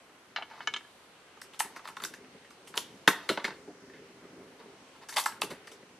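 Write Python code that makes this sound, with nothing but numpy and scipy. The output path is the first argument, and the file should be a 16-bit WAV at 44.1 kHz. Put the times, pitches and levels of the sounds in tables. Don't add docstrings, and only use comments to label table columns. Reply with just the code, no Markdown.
import sys
import numpy as np
from scipy import signal
from scipy.fft import rfft, irfft, next_fast_len
from scipy.io import wavfile

SR = 44100
rng = np.random.default_rng(int(sys.argv[2]) if len(sys.argv) > 2 else 0)


def inscribe(sig):
    pcm = np.round(np.clip(np.atleast_2d(sig).T, -1, 1) * 32767)
    wavfile.write(sys.argv[1], SR, pcm.astype(np.int16))


N = 264159

# start_s [s], level_db [dB]
RUMBLE_LEVEL = [(0.0, -72), (0.4, -67), (0.62, -62), (0.97, -72), (1.92, -61), (2.08, -56.5), (2.52, -62.5),
                (3.0, -56.5), (3.15, -59), (3.28, -63.5), (3.52, -53.5), (3.62, -57), (4.0, -56),
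                (4.17, -56), (4.28, -52), (4.45, -53.5), (4.74, -60.5), (4.99, -62), (5.34, -60),
                (5.49, -53.5), (5.76, -62.5), (5.99, -59.5)]
# [dB per Hz, relative]
LEAF_SPECTRUM = [(15, -48), (25, -18.5), (264, -5), (394, -1.5), (450, -4), (529, -3.5), (879, -4),
                 (2370, -8), (7890, -18.5), (11800, -22), (13100, -50), (15000, -61)]
# start_s [s], level_db [dB]
BREEZE_LEVEL = [(0.0, -58), (3.12, -56.5), (3.27, -53.5), (3.69, -57), (5.46, -57), (5.99, -58)]
# pitch_hz [Hz], likeness [-1 to 1]
LEAF_LIKENESS = [(60, 0.88), (180, 1), (550, 0.88), (1650, 0.44), (4970, 0.024), (15000, -0.57)]
# start_s [s], pitch_hz [Hz], level_db [dB]
BIRD_PHRASES = [
    [(0, 7800, -71), (.2, 7800, -77)],
    [(2.13, 8900, -63), (2.25, 8500, -69.5), (2.5, 8300, -70), (2.75, 8300, -68)],
    [(4.17, 7500, -75), (4.3, 8200, -74), (4.48, 9040, -75), (4.7, 8340, -71), (4.97, 7900, -73)],
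]
# start_s [s], peak_db [dB], table_db [dB],
# stock_db [dB], tick_db [dB], ring_hz (favoured) [Hz], chatter_s [s], any further_hz [Hz]
MAGAZINE_BLOWS = [(0.361, -18, -45, -10, -38, 2160, 0.009, 1335, 3000, 4054),
                  (0.371, -22.5, -36, -22, -41, 2160, 0.012), (0.384, -33, -37, 3, -32, 834, 0.006),
                  (0.396, -38, -32, -8, -27, 1320, 0.008), (0.411, -41, -22, 4.5, -28, 890, 0.008),
                  (0.423, -25, -33, -10, -36, 2960, 0.0049, 870, 2211),
                  (0.512, -37.5, -33, -4, -32, 874, 0.028), (0.536, -43, -28, 2, -40, 836, 0.0095),
                  (0.578, -55, -18, 13, -12, 860, 0.0042),
                  (0.605, -30, -32, -1.5, -37, 900, 0.0039, 3000, 2211),
                  (0.673, -13, -33.5, -13, -27, 1700, 0.0025, 6300, 3000),
                  (0.68, -26, -19, -20, -33, 2210, 0.004),
                  (0.738, -16.5, -54, -14.5, -48, 3150, 0.0025, 6500, 1700),
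                  (0.762, -21, -30, -14, -18, 3100, 0.0044, 1707), (0.807, -40, -25, -6, -30, 1710, 0.004),
                  (0.847, -45, -21, -10, -27, 1710, 0.006)]
# start_s [s], peak_db [dB],
# table_db [dB], stock_db [dB], tick_db [dB], ring_hz [Hz], chatter_s [s], any further_hz [Hz]
BOLT_BLOWS = [(1.372, -46, -15, -2.5, -11, 1200, 0.0027), (1.417, -30, -35, -17.5, -2.5, 1544, 0.0019),
              (1.535, -36.5, -27, -9, -13, 3470, 0.0094), (1.594, -24, -39, -35, 2.5, 3060, 0.0015),
              (1.6, -21, -42, -16, 2, 3080, 0.003, 8500), (1.604, -14.5, -36, -6, -26, 849, 0.00092, 500),
              (1.648, -37, -6.5, -12, -17, 1770, 0.0022), (1.763, -32.5, -17, -13, -10.5, 1725, 0.0048),
              (1.793, -42, -25, 2, -30, 1030, 0.003), (1.854, -31.5, -38, -2.5, -27, 1050, 0.0028),
              (1.875, -31.5, -40, -8, -9, 1340, 0.003), (1.887, -31.5, -44, -4, -10, 1080, 0.003),
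              (1.968, -27.5, -29, -7, -15.5, 1090, 0.0027), (2.001, -34.5, -24, -18, -22, 1390, 0.003),
              (2.022, -34.5, -25, -8, -3, 1220, 0.0023), (2.038, -18.5, -46, -22, -7, 3220, 0.0019),
              (2.05, -24, -27, -20, 2, 1520, 0.001), (2.138, -28, -20, -38, -14, 1840, 0.0034),
              (2.246, -42, -16, -26, -27, 1800, 0.0059), (2.447, -41, -14, -32, -26, 1920, 0.0066),
              (2.507, -41, -29, -6, -4, 1270, 0.0022), (2.674, -39, -27, -19, -5, 2920, 0.0076),
              (2.74, -31.5, -17, -7, -26, 1040, 0.003), (2.771, -30, -6.5, -2.5, 2, 4340, 0.0032),
              (2.776, -9, -48, -18, -8, 3000, 0.0015, 800, 1500, 5500),
              (3.077, 0.5, -19, -13, -18, 2000, 0.0012, 1450, 2700, 1200, 3600),
              (3.083, -11, -22, -4, -30, 1550, 0.006, 1200, 2300),
              (3.079, -21, -36, -30, 2, 5500, 0.003, 12500),
              (3.291, -9.5, -17, -16, -17.5, 3800, 0.003, 3300),
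              (3.298, -17, -4, -8, -30, 1400, 0.003, 3650),
              (3.374, -18.5, -14, -6, -50, 3080, 0.003, 2010, 990),
              (3.398, -31, -30, -14, -40, 2000, 0.003, 3300),
              (3.444, -15, -20, -18.5, -15, 2120, 0.003, 1500, 3200),
              (3.449, -15, -22, -18.5, -19, 2120, 0.003, 1500, 4200),
              (3.453, -19, -22, -18, -25, 2120, 0.001), (3.481, -29.5, -6.5, -30, -31, 1520, 0.0043),
              (3.505, -29, -12, -10, -31, 1510, 0.0025), (3.674, -50, 16, -14, -30, 280, 0.012, 410),
              (3.897, -44, -2, -23, -22, 1650, 0.0048), (3.936, -41, -9.5, -23, -33, 1710, 0.016),
              (4.24, -52, 8.5, 3, -25, 394, 0.018), (4.39, -56, 10, -5, -25, 394, 0.012),
              (4.455, -56, 10, -5, -25, 394, 0.01), (4.6, -52, 6, -3, -25, 1900, 0.012, 270),
              (5.088, -31.5, -26, -15, 0, 1650, 0.0082), (5.125, -30, -30, -13, -8, 1850, 0.013),
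              (5.14, -31, -32, -30, -12, 4400, 0.001), (5.163, -22, -39, -5, -5, 1090, 0.004),
              (5.168, -14, -49, -10, -8, 2600, 0.003, 4250), (5.173, -19, -45, -4, -15, 880, 0.005, 2650),
              (5.179, -18, -50, -8, -8, 3400, 0.003, 1090, 2650),
              (5.184, -16, -50, -7, -3, 3300, 0.002, 1090, 7000, 9300),
              (5.189, -17, -50, -10, -8, 2650, 0.003, 3300, 9300),
              (5.198, -21, -50, -12, -4, 3300, 0.006, 4300), (5.24, -31, -32, -32, 2.5, 6120, 0.002),
              (5.26, -16, -32, -1.5, -5.5, 1090, 0.003, 880, 1300),
              (5.322, -30.5, -21, -26, -20, 1640, 0.0032), (5.414, -35, -40, -30, 0, 6000, 0.002),
              (5.418, -9, -40, -10, -7, 2600, 0.0004, 1200, 3600, 9700),
              (5.431, -26, -7, -20, -12, 2920, 0.007), (5.505, -36, -18, -30, -5, 4000, 0.005),
              (5.513, -31.5, -4.5, -13, -30, 1750, 0.0041), (5.673, -35, -19, -12.5, -8, 1790, 0.004),
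              (5.717, -40, -10, -10, -4.5, 2930, 0.0061), (5.828, -46.5, -2.5, -21, -27, 2100, 0.0031)]
# start_s [s], length_s [s],
# level_db (at the start) [dB], swell_db (by the end) [dB], treble_db (relative) [dB]
STROKES = [(0.489, 0.15, -56, 1.5, -29), (1.652, 0.025, -46, -15, -14), (1.75, 0.047, -48, -11, -17),
           (1.84, 0.13, -45, -25, -16), (1.99, 0.048, -63.5, 18, -7), (2.06, .05, -60, -16, 6),
           (2.749, 0.014, -45.5, 1.5, -5), (2.79, 0.084, -55, -22, 3.5), (3.102, 0.17, -46.5, -9.5, -34),
           (3.298, 0.063, -45.5, -19, 1), (3.364, 0.071, -46, -20, -38), (3.464, 0.09, -43, -19, -38),
           (4.585, 0.04, -58, -2, -25), (4.948, 0.045, -59, -5, -17), (5.011, 0.037, -48, -8, -25),
           (5.081, .07, -54, 8, -7.5), (5.15, 0.012, -50, 8, -20), (5.161, 0.074, -32, -27.5, -8),
           (5.277, 0.1, -53, -17, 0), (5.426, 0.04, -44, -23, 6), (5.496, 0.062, -43.5, -17, -9.5)]
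# pitch_hz [Hz], level_db [dB], t60_s [s]
TABLE_MODES = [(140, -22, .08), (200, -9, .07), (270, -2, .08), (325, -4, .07), (394, 0, .08),
               (443, -3, .07), (520, -9, .06)]
MAGAZINE_MODES = [(870, -4, .05), (955, -3, .08), (1220, -4, .08), (1335, -4, .06), (1562, -8, .06),
                  (1707, -2, .05), (2211, -6, .11), (2300, -5, .07), (2803, -6, .05), (3002, -2, .075),
                  (3143, -4, .085), (3646, -8, .07), (4054, -7, .08), (5100, -12, .04), (6200, -3, .04),
                  (6500, 0, .04), (8530, -8, .06)]
ACTION_MODES = [(679, -18, 0.06), (860, 0, 0.045), (965, -5.5, 0.07), (1090, 0.5, 0.04), (1180, -5, 0.05),
                (1310, -5, 0.06), (1545, -8, 0.03), (1790, -14, 0.028), (2120, -5, 0.028),
                (2405, 8, 0.0059), (2600, -4, 0.025), (2944, 6, 0.0098), (3334, 0, 0.012), (3650, 2, 0.016),
                (4186, 1.5, 0.012), (5090, 5, 0.0039), (6120, 2, 0.008), (9770, -12.5, 0.013),
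                (12530, -16, 0.027)]
PART_EDGES_HZ = [150, 600, 1500, 4500, 16000]
# pitch_hz [Hz], side_db (each scatter path, against mid) [dB]
RIFLE_SPREAD = [(60, -25), (180, -25), (300, -30), (550, -21), (1000, -26), (1650, -32), (4970, -9),
                (15000, -2)]

RING = 6144
TABLE_RISE_S, TICK_RISE_S = 0.004, 0.0024
SWAY_HZ, SWAY_DB, SWAY_S = 70, -30, 0.015
BRIGHTER_DB = 3.5
DULLER_PER_DB = 0.3132
KNOCK_Q = 5.0
SPRAY_DB_PER_DOUBLING = 3.0
FURTHER_DB = -3.5
BITE_S, LET_GO_S = 0.012, 0.01
RATTLE_DB, RATTLE_S, RATTLE_TREBLE_DB = -19, 0.0056, -8
ECHO_DB, ECHO_T60_S, ECHO_CUT_HZ = -14.5, 0.4, 17000
ECHO_SPLIT_HZ, ECHO_TREBLE_T60_S = 5000, 0.28
BASS_CUT_HZ, CUTOFF_HZ = 35, 16450


def from_db(db):
    return 10 ** (np.asarray(db) / 20)


def rms_one(x):
    return x / np.sqrt(np.mean(x ** 2) + 1e-20)


def in_time(rows):
    s, *columns = np.transpose(rows)
    t = np.arange(N) / SR
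    return [np.interp(t, s, column, left=-120, right=-120) for column in columns]


def at_hz(points, hz):
    points = np.array(points)
    return np.interp(np.log(hz), np.log(points[:, 0]), points[:, 1])


def band(x, low_hz, high_hz):
    return signal.sosfilt(signal.butter(2, [low_hz, high_hz], "band", fs=SR, output="sos"), x)


def drift(rate_hz):
    pole = np.exp(-80 * np.pi * rate_hz / SR)
    white = rng.standard_normal(N // 40 + 2002)
    slow = signal.lfilter([1], [1, -2 * pole, pole * pole], white)[2000:]
    return np.interp(np.arange(N) / 40, np.arange(len(slow)), rms_one(slow))


def rumble():
    rub = rng.standard_normal(N) * from_db(3.1 * drift(19.0))
    out = 0
    for hz, db, t60_s in TABLE_MODES:
        pole, angle = from_db(-60 / (t60_s * SR)), 2 * np.pi * hz / SR
        drive = rub * from_db(db + 1.6 * drift(3.0))
        out = out + signal.lfilter([0, np.sin(angle)], [1, -2 * pole * np.cos(angle), pole * pole], drive)
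    return from_db(in_time(RUMBLE_LEVEL)[0]) * rms_one(band(out, 130, 2000))


def leaves():
    out = 0
    edges_hz = 25 * 2 ** np.arange(0, 9.6, .5)
    white = rng.standard_normal((2, 2, N))
    for k, (low_hz, high_hz) in enumerate(zip(edges_hz, edges_hz[1:])):
        mid, side = band(white[k % 2], low_hz, high_hz)
        centre_hz = np.sqrt(low_hz * high_hz)
        alike = np.clip(at_hz(LEAF_LIKENESS, centre_hz), -1, 1)
        gain = from_db(at_hz(LEAF_SPECTRUM, centre_hz) + 1.29 * drift(1.75))
        out = out + gain * (np.sqrt(1 + alike) * mid + np.sqrt(1 - alike) * side * [[1], [-1]])
    steep = signal.cheby2(8, 40, 13600, fs=SR, output="sos")
    return from_db(in_time(BREEZE_LEVEL)[0]) * rms_one(signal.sosfilt(steep, out))


def bird():
    out = 0
    for rows in BIRD_PHRASES:
        hz, db = in_time(rows)
        phase = 2 * np.pi * np.cumsum(hz * (1 + .012 * drift(90))) / SR
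        flutter_db = 3 * drift(25) + 2.7 * drift(5.0)
        out = out + from_db(db + flutter_db) * np.sin(phase + [[0], [2.2]])
    return out


def grains(count, per_s, spread_db):
    sizes = from_db(spread_db * np.minimum(rng.exponential(1, count), 4))
    signs = rng.choice([-1, 1], count)
    return sizes * signs * (rng.random(count) < per_s / SR)


def sines(modes):
    hz, db, t60_s = np.transpose(modes)[:, :, None]
    t = np.arange(RING) / SR
    return from_db(db - 60 * t / np.maximum(t60_s, .004)) * np.sin(2 * np.pi * hz * t)


def part_filters():
    filters = []
    for low_hz, high_hz in zip(PART_EDGES_HZ, PART_EDGES_HZ[1:]):
        in_range = signal.butter(2, [low_hz, high_hz], "band", fs=SR, output="sos")
        steep = signal.butter(4, low_hz * 0.95, "high", fs=SR, output="sos")
        filters.append(np.vstack([in_range, steep]))
    return filters


def blows(events, modes, crack_db, crack_s, spray_db, spray_s, favour_db, top_hz, lead_s, ring_db, tilt_db,
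          knock_db, bite_s):
    modes = TABLE_MODES + modes
    hz, rings, t = np.array(modes)[:, 0], sines(modes), np.arange(RING) / SR
    out, legs = np.zeros(N + RING), np.zeros(N + RING)
    part_of = np.searchsorted(PART_EDGES_HZ, hz) - 1
    f = np.maximum(np.fft.rfftfreq(2 * RING, 1 / SR), 1)
    octaves = np.log2(np.maximum(f, 1500) / 1500)
    quick, lasting = np.exp(-t / crack_s), from_db(spray_db) * np.exp(-t / spray_s)
    sway = from_db(SWAY_DB) * np.sin(2 * np.pi * SWAY_HZ * t) * np.exp(-t / SWAY_S)
    table_rise, tick_rise = [1 - np.exp(-(t / rise_s) ** 2) for rise_s in (TABLE_RISE_S, TICK_RISE_S)]
    bite = 1 - np.exp(-t / bite_s)
    rises = [table_rise, bite, bite, tick_rise]
    filters = part_filters()

    for s, peak_db, table_db, stock_db, tick_db, ring_hz, chatter_s, *further_hz in events:
        chatter_s = max(chatter_s, 3e-4)
        push = grains(RING, per_s=1900, spread_db=5.0) * 0.31 * np.exp(-t / chatter_s)
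        push[0] = 1
        felt = rfft(push, 2 * RING)
        start = round(s * SR)
        legs[start:start + RING] += from_db(peak_db + table_db) * sway
        slope_db = tilt_db + BRIGHTER_DB * np.log2(ring_hz / 1500) - DULLER_PER_DB * (table_db + 32)
        tilt = from_db(slope_db * octaves)

        near = np.array([ring_hz, *further_hz])[:, None]
        octaves_apart = np.log2(max(ring_hz, 1500) / np.maximum(near, 1500))
        even_db = FURTHER_DB * (near != ring_hz) + slope_db * octaves_apart
        resonances = from_db(even_db) / (1 + 1j * KNOCK_Q * (f / near - near / f))
        chatter = felt * (1 + from_db(knock_db) * resonances.sum(axis=0))
        closeness = np.exp(-(np.log2(hz / near) / 0.045) ** 2)
        strength = from_db(((favour_db + even_db) * closeness).max(axis=0))
        strength *= from_db(rng.normal(0, 0.4, len(hz))) * rng.choice([-1, 1], len(hz))

        spray = lasting * from_db(SPRAY_DB_PER_DOUBLING * np.log2(chatter_s / 0.003))
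        crack = rng.standard_normal(RING) * (quick + spray)
        crack[40] += 6.5
        levels_db = [table_db, stock_db, -4, tick_db]
        for part, (part_db, share_db) in enumerate(zip(levels_db, crack_db)):
            rise = rises[part]
            body = strength[part_of == part] @ rings[part_of == part]
            if part == 0:
                body = irfft(felt * rfft(body, 2 * RING))[:RING]
            snap = signal.sosfilt(filters[part], crack)
            cracks = rms_one(irfft(chatter * rfft(rise * snap, 2 * RING))[:RING])
            mixed = from_db(ring_db) * rms_one(rise * body) + from_db(share_db) * cracks
            sound = irfft(tilt * rfft(mixed, 2 * RING))[:RING]
            at = round((s - lead_s * (part == 3)) * SR)
            out[at:at + RING] += from_db(peak_db + part_db) * sound / np.abs(sound).max()
    low_passed = signal.sosfilt(signal.butter(4, top_hz, fs=SR, output="sos"), out[:N])
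    return band(low_passed, 150, 19000) + legs[:N]


def slides():
    grit = grains(N, per_s=6000, spread_db=3.5) * from_db(2.1 * drift(18))
    steel_response = rng.choice([-1, 1], len(ACTION_MODES)) @ sines(ACTION_MODES)
    steel = rms_one(signal.fftconvolve(grit, steel_response)[:N])
    scrape = rms_one(0.8 * rms_one(band(steel, 674, 4540)) + rms_one(band(grit, 657, 2480)))
    hiss = rms_one(band(band(grit, 1670, 11600), 1000, 16600))
    t, scrape_level, hiss_level = np.arange(N) / SR, 0, 0
    for s, length_s, db, swell_db, treble_db in STROKES:
        touch = np.clip(np.minimum((t - s) / BITE_S, 1 + (s + length_s - t) / LET_GO_S), 0, 1)
        level = touch * from_db(db + swell_db * np.clip((t - s) / length_s, 0, 1))
        scrape_level = scrape_level + level
        hiss_level = hiss_level + level * from_db(treble_db)
    jolts = np.zeros((2, N))
    for s, peak_db, table_db, stock_db, tick_db, *colour in BOLT_BLOWS:
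        jolt_db = peak_db + RATTLE_DB
        jolts[:, round(s * SR)] = from_db([jolt_db, jolt_db + tick_db + RATTLE_TREBLE_DB])
    rattle = signal.lfilter([1], [1, -np.exp(-1 / (RATTLE_S * SR))], jolts + 1e-18)
    return (scrape_level + rattle[0]) * scrape + (hiss_level + rattle[1]) * hiss


def trees(x):
    t = np.arange(SR // 2) / SR
    white = rng.standard_normal((2, 2, len(t)))
    lower = band(white[0], 220, ECHO_SPLIT_HZ) * from_db(-60 * t / ECHO_T60_S)
    treble = band(white[1], ECHO_SPLIT_HZ, ECHO_CUT_HZ) * from_db(-60 * t / ECHO_TREBLE_T60_S)
    wash = (lower + treble) * (1 - np.exp(-t / 0.0013))
    mid, side = signal.fftconvolve(x[None], wash / np.linalg.norm(wash[0]), axes=1)[:, :N]
    side = from_db(-4) * band(side, 3000, 15000)
    return from_db(ECHO_DB) * np.array([mid + side, mid - side])


def two_ports(x):
    size, side = next_fast_len(N + 2048), 0
    hz = np.maximum(np.fft.rfftfreq(size, 1 / SR), 1)
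    tilted = rfft(x, size) * from_db(at_hz(RIFLE_SPREAD, hz))
    for path in range(3):
        smear = rng.standard_normal(2048) * np.exp(-np.arange(2048) / SR / 0.004)
        scattered = irfft(tilted * rfft(smear / np.linalg.norm(smear), size), size)[:N]
        side = side + np.tanh(drift(3.1)) * scattered
    return np.array([x + side, x - side])


def scene():
    magazine = blows(MAGAZINE_BLOWS, MAGAZINE_MODES, crack_db=[-13, -0.5, -2, 3], crack_s=0.0015,
                     spray_db=-14.5, spray_s=0.013, favour_db=10, top_hz=7500, lead_s=0,
                     ring_db=-1.5, tilt_db=-9.0, knock_db=6.5, bite_s=0.0005)
    bolt = blows(BOLT_BLOWS, ACTION_MODES, crack_db=[-10.0, -5, -2.0, 6.5], crack_s=0.00079,
                 spray_db=-19.5, spray_s=0.023, favour_db=11.0, top_hz=11900, lead_s=0.0022,
                 ring_db=-8.0, tilt_db=-5.0, knock_db=7.0, bite_s=0.0012)
    handling = slides() + bolt
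    echo = trees(handling + from_db(-3) * magazine)
    return two_ports(magazine + handling + rumble()) + echo + leaves() + bird()


def record(dry):
    thin = signal.sosfilt(signal.butter(2, BASS_CUT_HZ, "high", fs=SR, output="sos"), dry)
    return signal.sosfilt(signal.cheby2(12, 70, CUTOFF_HZ, fs=SR, output="sos"), thin)


dry = scene()
out = record(dry)
inscribe(out)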